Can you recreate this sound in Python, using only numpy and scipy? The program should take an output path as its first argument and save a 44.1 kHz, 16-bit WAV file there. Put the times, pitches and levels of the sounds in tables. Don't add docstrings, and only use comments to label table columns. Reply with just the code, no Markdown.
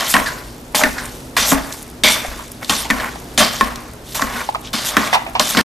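import sys
import numpy as np
from scipy import signal
from scipy.fft import rfft, irfft, next_fast_len
from scipy.io import wavfile
from scipy.ndimage import uniform_filter1d

SR = 44100
rng = np.random.default_rng(int(sys.argv[2]) if len(sys.argv) > 2 else 0)


def log_audio(samples):
    frames = np.atleast_2d(samples).T
    limited = np.clip(frames, -1, 1)
    pcm = np.round(limited * 32767).astype(np.int16)
    wavfile.write(sys.argv[1], SR, pcm)


def gain_from_db(level_db):
    decades = np.asarray(level_db, float) / 20
    return 10 ** decades


N = 253303
HZ = np.maximum(np.arange(N // 2 + 1) * SR / N, 1)
CONTROL_STEP = 32

# pitch in Hz, relative level in dB, 60 dB decay time in s.
BOTTOM_MODES = [(214, 0.5, 0.17), (239, 0.5, 0.16), (269.6, -6, 0.22)]


def rms_one(x):
    return x / np.sqrt(np.mean(x ** 2) + 1e-20)


def at_hz(points, hz):
    p = np.array(points, float)
    return np.interp(np.log(hz), np.log(np.maximum(p[:, 0], 1)), p[:, 1])


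def coloured(x, spectrum):
    return rms_one(irfft(rfft(x) * gain_from_db(at_hz(spectrum, HZ)), N))


def drift(rate):
    r = np.exp(-2 * np.pi * rate / SR)
    wander = signal.lfilter([1], [1, -2 * r, r * r], rng.standard_normal(N + SR))
    return rms_one(wander[SR:])


def grains(per_s, spread_db):
    sizes = gain_from_db(spread_db * np.minimum(rng.exponential(1, N), 4)) * rng.choice([-1, 1], N)
    return sizes * (rng.random(N) < per_s / SR)


def resonance(x, hz, width):
    r = np.exp(-np.pi * width / SR)
    poles = [1, -2 * r * np.cos(2 * np.pi * hz / SR), r * r]
    return signal.lfilter([(1 - r * r) / 2, 0, (r * r - 1) / 2], poles, x)


def ring(x, modes):
    out = 0
    for hz, level_db, t60 in modes:
        r, w = gain_from_db(-60 / (t60 * SR)), 2 * np.pi * hz / SR
        poles = [1, -2 * r * np.cos(w), r * r]
        out = out + signal.lfilter([0, gain_from_db(level_db) * np.sin(w)], poles, x + 1e-18)
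    return out


def add(out, s, piece):
    i = round(s * SR)
    out[i:i + len(piece)] += piece[:N - i]


def nearby(x, modes, centre_hz, octaves):
    out = 0
    for k, (hz, width, db) in enumerate(modes):
        share = np.exp(-.5 * (np.log2(hz / centre_hz) / octaves) ** 2)
        out = out + gain_from_db(db) * resonance(x * share, hz, max(width, 10)) * (-1) ** k
    return out


def pot_wall(x, centre_hz, ring_db):
    # mode pitch in Hz, width in Hz, relative level in dB.
    wall_modes = [(614, 43, 10.5), (860, 15, 5), (1080, 30, 5), (1795, 34, 5.5), (1870, 290, -8.5),
                  (2260, 14, 5.5), (3020, 35, -13), (3163, 31, 3), (3600, 97, -8), (4700, 71, -12),
                  (5930, 110, -9.5), (6260, 110, -18.5)]
    return x + gain_from_db(ring_db) * nearby(x, wall_modes, centre_hz, octaves=0.26)


def press(rows, tail_db, sag_db, lift_db, fade_db):
    s, level_db, held = rows[:, :3].T[:, :, None]
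    t = np.arange(0, N, CONTROL_STEP) / SR - s
    since = np.maximum(t - held, 0)
    stroke = gain_from_db(level_db - sag_db * np.clip(t, 0, held) - lift_db * since)
    tail = gain_from_db(tail_db[:, None] - fade_db * since)
    return (stroke + tail) * (t >= 0), since


def swell(rows):
    s, level_db, width = rows[:, :3].T[:, :, None]
    t = np.arange(0, N, CONTROL_STEP) / SR - s
    return gain_from_db(level_db) * np.exp(-.5 * (t / width) ** 2)


def blend(gains, values):
    power = np.sum(gains ** 2, axis=0) + 1e-14
    mean = np.sum(gains ** 2 * values, axis=0) / power
    at = np.arange(N) / CONTROL_STEP
    return [np.interp(at, np.arange(len(c)), c) for c in (10 * np.log10(power), mean)]


def patchy(x, patch_db):
    change = 0
    for hz in 1000 * 2. ** np.arange(0, 4, .5):
        band = signal.sosfilt(signal.butter(2, [hz, 1.4 * hz], "band", fs=SR, output="sos"), x)
        change = change + (gain_from_db(patch_db * drift(23.0)) - 1) * band
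    return x + change


def rubbing():
    # start in seconds, scrape level in dB before the body's lift,
    # hold in seconds, sheen in dB relative to that level, pitch in Hz of the wall modes nearest the contact.
    stroke_rows = [(0, -19, 0.15, -9.5, 3330), (0.136, -20, 0.006, -1, 2350),
                   (0.748, -14.5, 0.034, -0.5, 3540), (1.366, -11.5, 0.068, -7.5, 3730),
                   (2.037, -12, 0.09, -3, 4390), (2.695, -11.5, 0.0037, -11, 3690),
                   (2.902, -37, 0.25, -5, 2190), (3.3765, -6, 0.041, -11.5, 3140),
                   (4.146, -25.5, 0.025, 0.5, 4950), (4.731, -19, 0.18, -8.5, 3720),
                   (4.966, -26.5, 0.027, -11, 1990), (5.397, -18, 0.15, -5.5, 3300),
                   (5.57, -17.5, 0.11, -11, 2620)]
    # crest in seconds, scrape level in dB before
    # the body's lift, half width in seconds, sheen in dB relative to that level, contact pitch in Hz.
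    brush_rows = [(0.109, -37.5, 0.018, 23.5, 2500), (0.275, -44.5, 0.011, 17, 3200),
                  (1.05, -38, 0.13, -2, 2630), (1.499, -19.5, 0.03, 8, 6200),
                  (1.73, -40.5, 0.08, 5.5, 4600), (2.125, -17, 0.0077, 3, 6100),
                  (2.645, -36.5, 0.017, -4, 4460), (2.773, -21.5, 0.058, -3.5, 3600),
                  (3.0, -27, 0.018, -21, 2200), (3.55, -26, 0.082, -7, 2700),
                  (4.12, -33.5, 0.041, -2, 3500), (4.39, -28.5, 0.083, -9, 3000),
                  (4.665, -28, 0.021, -30, 4300), (4.874, -21, 0.022, 3, 4700),
                  (5.058, -22, 0.03, -9.5, 2000), (5.143, -13.5, 0.011, -13, 4700),
                  (5.498, -25, 0.013, 9, 6030), (5.54, -23.5, 0.07, -18.5, 4500)]
    # frequency in Hz, relative density in dB per Hz.
    scrape_colour = [(1000, -13), (2000, -4), (3600, 0.5), (5800, 1), (13500, -3), (15500, -25.5)]
    strokes, brushes = np.array(stroke_rows), np.array(brush_rows)
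    slide_db = -22 + 0.47 * strokes[:, 1]
    driven, _ = press(strokes, slide_db, sag_db=82.5, lift_db=271, fade_db=39)
    brushed = swell(brushes)
    contacts = np.vstack([strokes[:, 4:], brushes[:, 4:]])
    scrape_db, contact_hz = blend(np.vstack([driven, brushed]), contacts)
    shining = np.vstack([driven * gain_from_db(strokes[:, 3:4]), brushed * gain_from_db(brushes[:, 3:4])])
    sheen_db, _ = blend(shining, 0)

    clumping = gain_from_db(0.82 * drift(32) + 2.13 * drift(300))
    slips = coloured(grains(per_s=13000, spread_db=3.0) * clumping, scrape_colour)
    slips = patchy(slips, patch_db=2.5)
    low, high = (signal.butter(2, 6000, kind, fs=SR, output="sos") for kind in ("low", "high"))
    grit = signal.sosfilt(np.tile(low, (2, 1)), slips)
    sheen = signal.sosfilt(np.tile(high, (2, 1)), slips)
    wall_ring_db = np.minimum(26.0 + 0.71 * scrape_db, 9.0)
    body = pot_wall(gain_from_db(scrape_db) * grit, contact_hz, wall_ring_db)
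    return gain_from_db(3.5) * body + gain_from_db(sheen_db) * rms_one(sheen)


def squelch():
    # start in seconds, squelch level in dB, hold in seconds,
    # settling level in dB, cavity pitch in Hz.
    push_rows = [(0, -19, 0.12, -51, 1190), (0.139, -12, 0.053, -26.5, 1780),
                 (0.746, -12.5, 0.0023, -41, 850), (1.37, -18.5, 0.0026, -18, 1310),
                 (1.514, -15.5, 0.0025, -18.5, 910), (2.039, -15, 0.037, -17.5, 774),
                 (2.694, -14, 0.0045, -22, 1270), (2.9, -22.5, 0.008, -20.5, 1390),
                 (3.378, -10.5, 0.047, -18.5, 1060), (3.607, -19, 0.0032, -19.5, 1340),
                 (4.148, -39.5, 0.085, -22.5, 1010), (4.734, -22.5, 0.0064, -24, 1080),
                 (4.97, -19.5, 0.0056, -17, 1270), (5.396, -8, 0.002, -28.5, 1157),
                 (5.569, -15.5, 0.063, -24.5, 1384)]
    # crest in seconds, squelch level in dB,
    # half width in seconds, cavity pitch in Hz.
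    fold_rows = [(0.28, -27, 0.082, 1510), (0.836, -14.5, 0.038, 900), (1.009, -24.5, 0.052, 1390),
                 (1.47, -20, 0.049, 895), (2.29, -30.5, 0.097, 716), (2.63, -24.5, 0.011, 1276),
                 (3.001, -17, 0.015, 1120), (3.052, -19, 0.022, 1450), (4.36, -19.5, 0.057, 1400),
                 (4.92, -22.5, 0.048, 985), (5.09, -24.5, 0.058, 860), (5.54, -24, 0.067, 950)]
    # frequency in Hz, relative density in dB per Hz.
    wet_colour = [(250, -13.5), (500, -2), (1000, 2.5), (2000, -1), (4000, -19.5)]
    settled_hz, closing_s = 600, 0.67
    pushes, folds = np.array(push_rows), np.array(fold_rows)
    pushed, since = press(pushes, pushes[:, 3], sag_db=56, lift_db=368, fade_db=70)
    folded = swell(folds)
    sinking_hz = settled_hz + (pushes[:, 4:] - settled_hz) * np.exp(-since / closing_s)
    folding_hz = folds[:, 3:] + 0 * folded
    squelch_db, cavity_hz = blend(np.vstack([pushed, folded]), np.vstack([sinking_hz, folding_hz]))

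    wet = coloured(grains(per_s=3000, spread_db=2.5) * gain_from_db(2.35 * drift(28)), wet_colour)
    cavities = [(hz, 0.18 * hz, 0) for hz in np.geomspace(500, 2200, 12)]
    mash = rms_one(wet + gain_from_db(-3.0) * nearby(wet, cavities, cavity_hz, octaves=0.16))
    rumble = gain_from_db(1.62 * uniform_filter1d(squelch_db, size=1800)) * rng.standard_normal(N)
    bottom = ring(rumble, BOTTOM_MODES)
    wall = pot_wall(gain_from_db(squelch_db) * mash, cavity_hz * 0.71, ring_db=9.5 + 0.67 * squelch_db)
    return wall + gain_from_db(-30.5) * bottom


def room_air():
    # frequency in Hz, relative density in dB per Hz.
    air_colour = [(12, -39.5), (20, -11.5), (59, 1), (87, -11.5), (122, -5.5), (213, -9.5), (289, -6.5),
                  (614, -13), (725, -14.5), (2090, -26), (15500, -36)]
    # frequency in Hz, likeness from 0 to 1.
    likeness = [(60, 1), (380, 0.93), (1000, 0.44), (2400, .05), (8000, 0.82)]
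    # mean pitch in Hz, middle level in dB.
    hum_tones = [(118.4, -43), (242.2, -39)]
    air_db = -31.5
    mid, side = rfft(rng.standard_normal((2, N)))
    alike = np.clip(at_hz(likeness, HZ), 0, 1)
    pair = np.sqrt(1 + alike) * mid + np.sqrt(1 - alike) * side * [[1], [-1]]
    noise = rms_one(irfft(pair * gain_from_db(at_hz(air_colour, HZ)), N))
    air = gain_from_db(air_db + 1.0 * drift(1)) * noise
    t = np.arange(N) / SR
    hum = 0
    for hz, db in hum_tones:
        hum = hum + gain_from_db(db + 2.2 * drift(37)) * np.sin(2 * np.pi * hz * t + 3.1 * drift(1.5))
    return air + hum


def kitchen(x):
    t60_s, wall_cut_hz = 0.61, 7500
    size = next_fast_len(N + SR)
    w = 2 * np.pi * np.arange(size // 2 + 1) / size
    dull = 1 / (1 + 1j * w * SR / (2 * np.pi * wall_cut_hz))
    out = np.zeros((2, len(w)), complex)
    for k, lag in enumerate(rng.uniform(.008, .035, 16) * SR):
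        loop = gain_from_db(-60 * lag / SR / t60_s) * dull * np.exp(-1j * w * int(lag))
        out[k % 2] += loop / (1 - loop) * (-1) ** (k // 2)
    return irfft(out * rfft(x, size), size)[:, :N]


def ticks():
    # start in seconds, peak level in dB, pitch in Hz.
    tears = [(0.1056, -17, 7850), (1.055, -13.5, 7830), (1.725, -9.5, 5060), (1.827, -15, 11400),
             (2.517, -14.5, 10200), (3.7577, -12, 4200)]
    out, t = np.zeros(N), np.arange(800) / SR
    for s, peak_db, hz in tears:
        noise = rng.standard_normal(len(t))
        snap = resonance(noise * np.exp(-t / 0.003), hz, 0.45 * hz)
        add(out, s, gain_from_db(peak_db) * snap / np.max(np.abs(snap)))
    envelope = signal.lfilter([1], [1, -.985], np.abs(grains(per_s=45, spread_db=3.0)))
    faint = envelope * rng.standard_normal(N)
    return out + gain_from_db(-33) * resonance(faint, 9500, 6000)


def knocks():
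    # start in seconds, crack peak in dB, bottom thud in dB before its lift,
    # pitch of the clank in Hz.
    hits = [(0.14, 6, -16.5, 2000), (0.166, 6, -17.5, 1290), (0.747, -2.5, -23, 1250),
            (0.836, 9.5, -15, 1770), (1.368, 6.5, -44, 1270), (1.375, 3, -37, 1290),
            (1.52, 4.5, -6.5, 1080), (1.527, -3, -22.5, 930), (2.036, 6, -17.5, 2480),
            (2.63, -12, -35.5, 1360), (2.646, -10.5, -39.5, 3800), (2.696, 7, -17.5, 3220),
            (2.902, 2.5, -14.5, 1756), (2.908, 3, -19.5, 1500), (3.377, 4.5, -17, 3100),
            (3.61, 10, -15.5, 1300), (4.218, -6, -38, 5030), (4.222, 4, -19.5, 1200),
            (4.737, -16, -19, 1030), (4.968, 12.5, -9.5, 1310), (5.396, 9.5, -22.5, 3600),
            (5.549, -1.5, -20.5, 1190), (5.571, 4.5, -10.5, 2340), (5.575, 1, -25.5, 2810),
            (5.59, 2.5, -16, 1885)]
    # start in seconds, push in dB.
    counter_pushes = [(0.171, -30.5), (0.855, -26), (1.541, -23.5), (2.279, -26), (2.92, -29), (3.631, -29),
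                      (4.241, -29.5)]
    # pitch in Hz, relative level in dB, 60 dB decay time in s.
    counter_modes = [(30.8, 2, 0.48), (56.4, 7.5, 0.45)]
    thud_lift_db = 7.5
    out, shake = np.zeros((2, N))
    t = np.arange(9000) / SR
    for s, peak_db, thud_db, clank_hz in hits:
        noise, grind = rng.standard_normal((2, len(t)))
        burst = noise * (np.exp(-t / 0.0016) + 0.14 * np.exp(-t / .007))
        burst[0] = 3
        clank = resonance(resonance(burst, clank_hz, 1.3 * clank_hz), clank_hz, 1.3 * clank_hz)
        crack = clank + gain_from_db(-14.0) * resonance(burst, 2 * clank_hz, 4000)
        crack = pot_wall(crack, clank_hz, ring_db=12)
        thud = ring(np.diff(grind * np.exp(-t / 0.018), prepend=0), BOTTOM_MODES)
        thud *= np.cos(.5 * np.pi * t / t[-1]) / np.max(np.abs(thud))
        add(out, s, gain_from_db(peak_db) * crack / np.max(np.abs(crack)) + gain_from_db(thud_db + thud_lift_db) * thud)
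    for s, db in counter_pushes:
        add(shake, s, gain_from_db(db) * np.hanning(500) / 250)
    return out + ring(shake, counter_modes)


def plops(rows):
    out, t = np.zeros(N), np.arange(3000) / SR
    for s, peak_db, hz, length in rows:
        air = rng.standard_normal(len(t))
        air[:20] = .006 / length
        puff = air * (1 - np.exp(-t / 0.00026)) * np.exp(-t / max(length, .001))
        cavity = resonance(resonance(puff, hz, 0.35 * hz), hz, 0.35 * hz)
        upper = resonance(resonance(puff, 2.35 * hz, 1.8 * hz), 2.35 * hz, 1.8 * hz)
        burst = cavity + gain_from_db(-13) * upper
        add(out, s, gain_from_db(peak_db) * burst / np.max(np.abs(burst)))
    return out


def biting():
    # start in seconds, level in dB before the lift at the end, hold in seconds,
    # pitch in Hz of the modes driven hardest.
    bite_rows = [(1.42, -23.5, 0.032, 5700), (2.038, -10.5, 0.052, 2600), (5.394, -31, 0.085, 3710)]
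    # pitch in Hz, width in Hz, relative level in dB.
    grid_modes = [(2230, 120, -1.5), (3520, 200, -3), (4750, 350, -7), (5800, 110, -3), (6130, 150, -5)]
    bites = np.array(bite_rows)
    gains, _ = press(bites, -11 + bites[:, 1], sag_db=60, lift_db=302, fade_db=90)
    bite_db, driven_hz = blend(gains, bites[:, 3:])
    chatter = rms_one(grains(per_s=4000, spread_db=4.5))
    return gain_from_db(22.5) * nearby(gain_from_db(bite_db) * chatter, grid_modes, driven_hz, octaves=0.72)


def scene():
    # start in seconds, peak in dB, pitch in Hz, length in seconds.
    pockets = [(0.259, -6.5, 1640, 0.039), (0.793, -6.5, 860, 0.0028), (0.853, -5, 1570, 0.0083),
               (0.981, -8.5, 1670, 0.025), (2.248, -7.5, 660, 0.0046), (2.847, -13.5, 880, 0.029),
               (2.999, -9, 1630, 0.0062), (4.195, -4.5, 1080, 0.0028), (4.275, -16, 990, 0.0047),
               (4.308, -16, 1030, .008)]
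    # start in seconds, peak in dB, pitch in Hz, length in seconds.
    side_pockets = [(2.391, -16, 1000, 0.018), (3.157, -15.5, 780, 0.0051), (4.489, -1.5, 850, 0.0034),
                    (4.547, -4.5, 1040, 0.0076), (4.555, -7.5, 760, 0.0049), (5.128, 4.5, 768, 0.02),
                    (5.142, 2.5, 1100, 0.012), (5.154, 3, 920, 0.0021), (5.164, -7, 870, 0.011),
                    (5.22, -12, 826, 0.0041), (5.264, -11.5, 760, 0.015), (5.351, -1.5, 893, 0.015)]
    # frequency in Hz, phase in radians by which left leads.
    lead = [(100, .45), (160, .75), (300, .75), (500, .2), (900, .8), (1300, 0)]
    # frequency in Hz, left minus right in dB.
    lean = [(110, 1), (250, 3), (600, 0)]
    side_lag_s, side_lean_db, side_echo_db = 0.00016, -2, 9
    kitchen_db = -24
    pot = rubbing() + biting() + squelch() + knocks() + plops(pockets) + ticks()
    pops = plops(side_pockets)

    aside = gain_from_db(side_lean_db / 2) * np.exp(1j * np.pi * HZ * side_lag_s)
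    half = gain_from_db(at_hz(lean, HZ) / 2) * np.exp(.5j * at_hz(lead, HZ))
    pot_pair = rfft(pot) * np.array([half, 1 / half])
    pops_pair = rfft(pops) * np.array([aside, 1 / aside])
    near = irfft(pot_pair + pops_pair, N)

    echoes = np.zeros(400)
    echoes[rng.integers(40, 400, 8)] = rng.choice([-1, 1], 8)
    echoed = signal.fftconvolve(pot + gain_from_db(side_echo_db) * pops, echoes)[:N]
    sides = gain_from_db(-26.0) * resonance(echoed, 1200, 2500) + gain_from_db(-32.5) * resonance(echoed, 9000, 9000)
    wide = sides * [[1], [-1]]
    return near + wide + gain_from_db(kitchen_db) * kitchen(pot + pops) + room_air()


def band_limit(x):
    return signal.sosfilt(signal.butter(12, 15650, fs=SR, output="sos"), x)


def record(dry):
    end_s, fade_s = 5.613, .021
    t = np.arange(N) / SR
    fade = np.where(t < end_s, 1, gain_from_db(-15) * np.clip(1 - (t - end_s) / fade_s, 0, 1))
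    overloaded = 1.162 * np.tanh(dry / 1.81)
    loud = signal.sosfilt(signal.cheby2(10, 50, 15600, fs=SR, output="sos"), overloaded)
    return band_limit(np.clip(loud, -1, 1) * fade)


dry = scene()
out = record(dry)
log_audio(out)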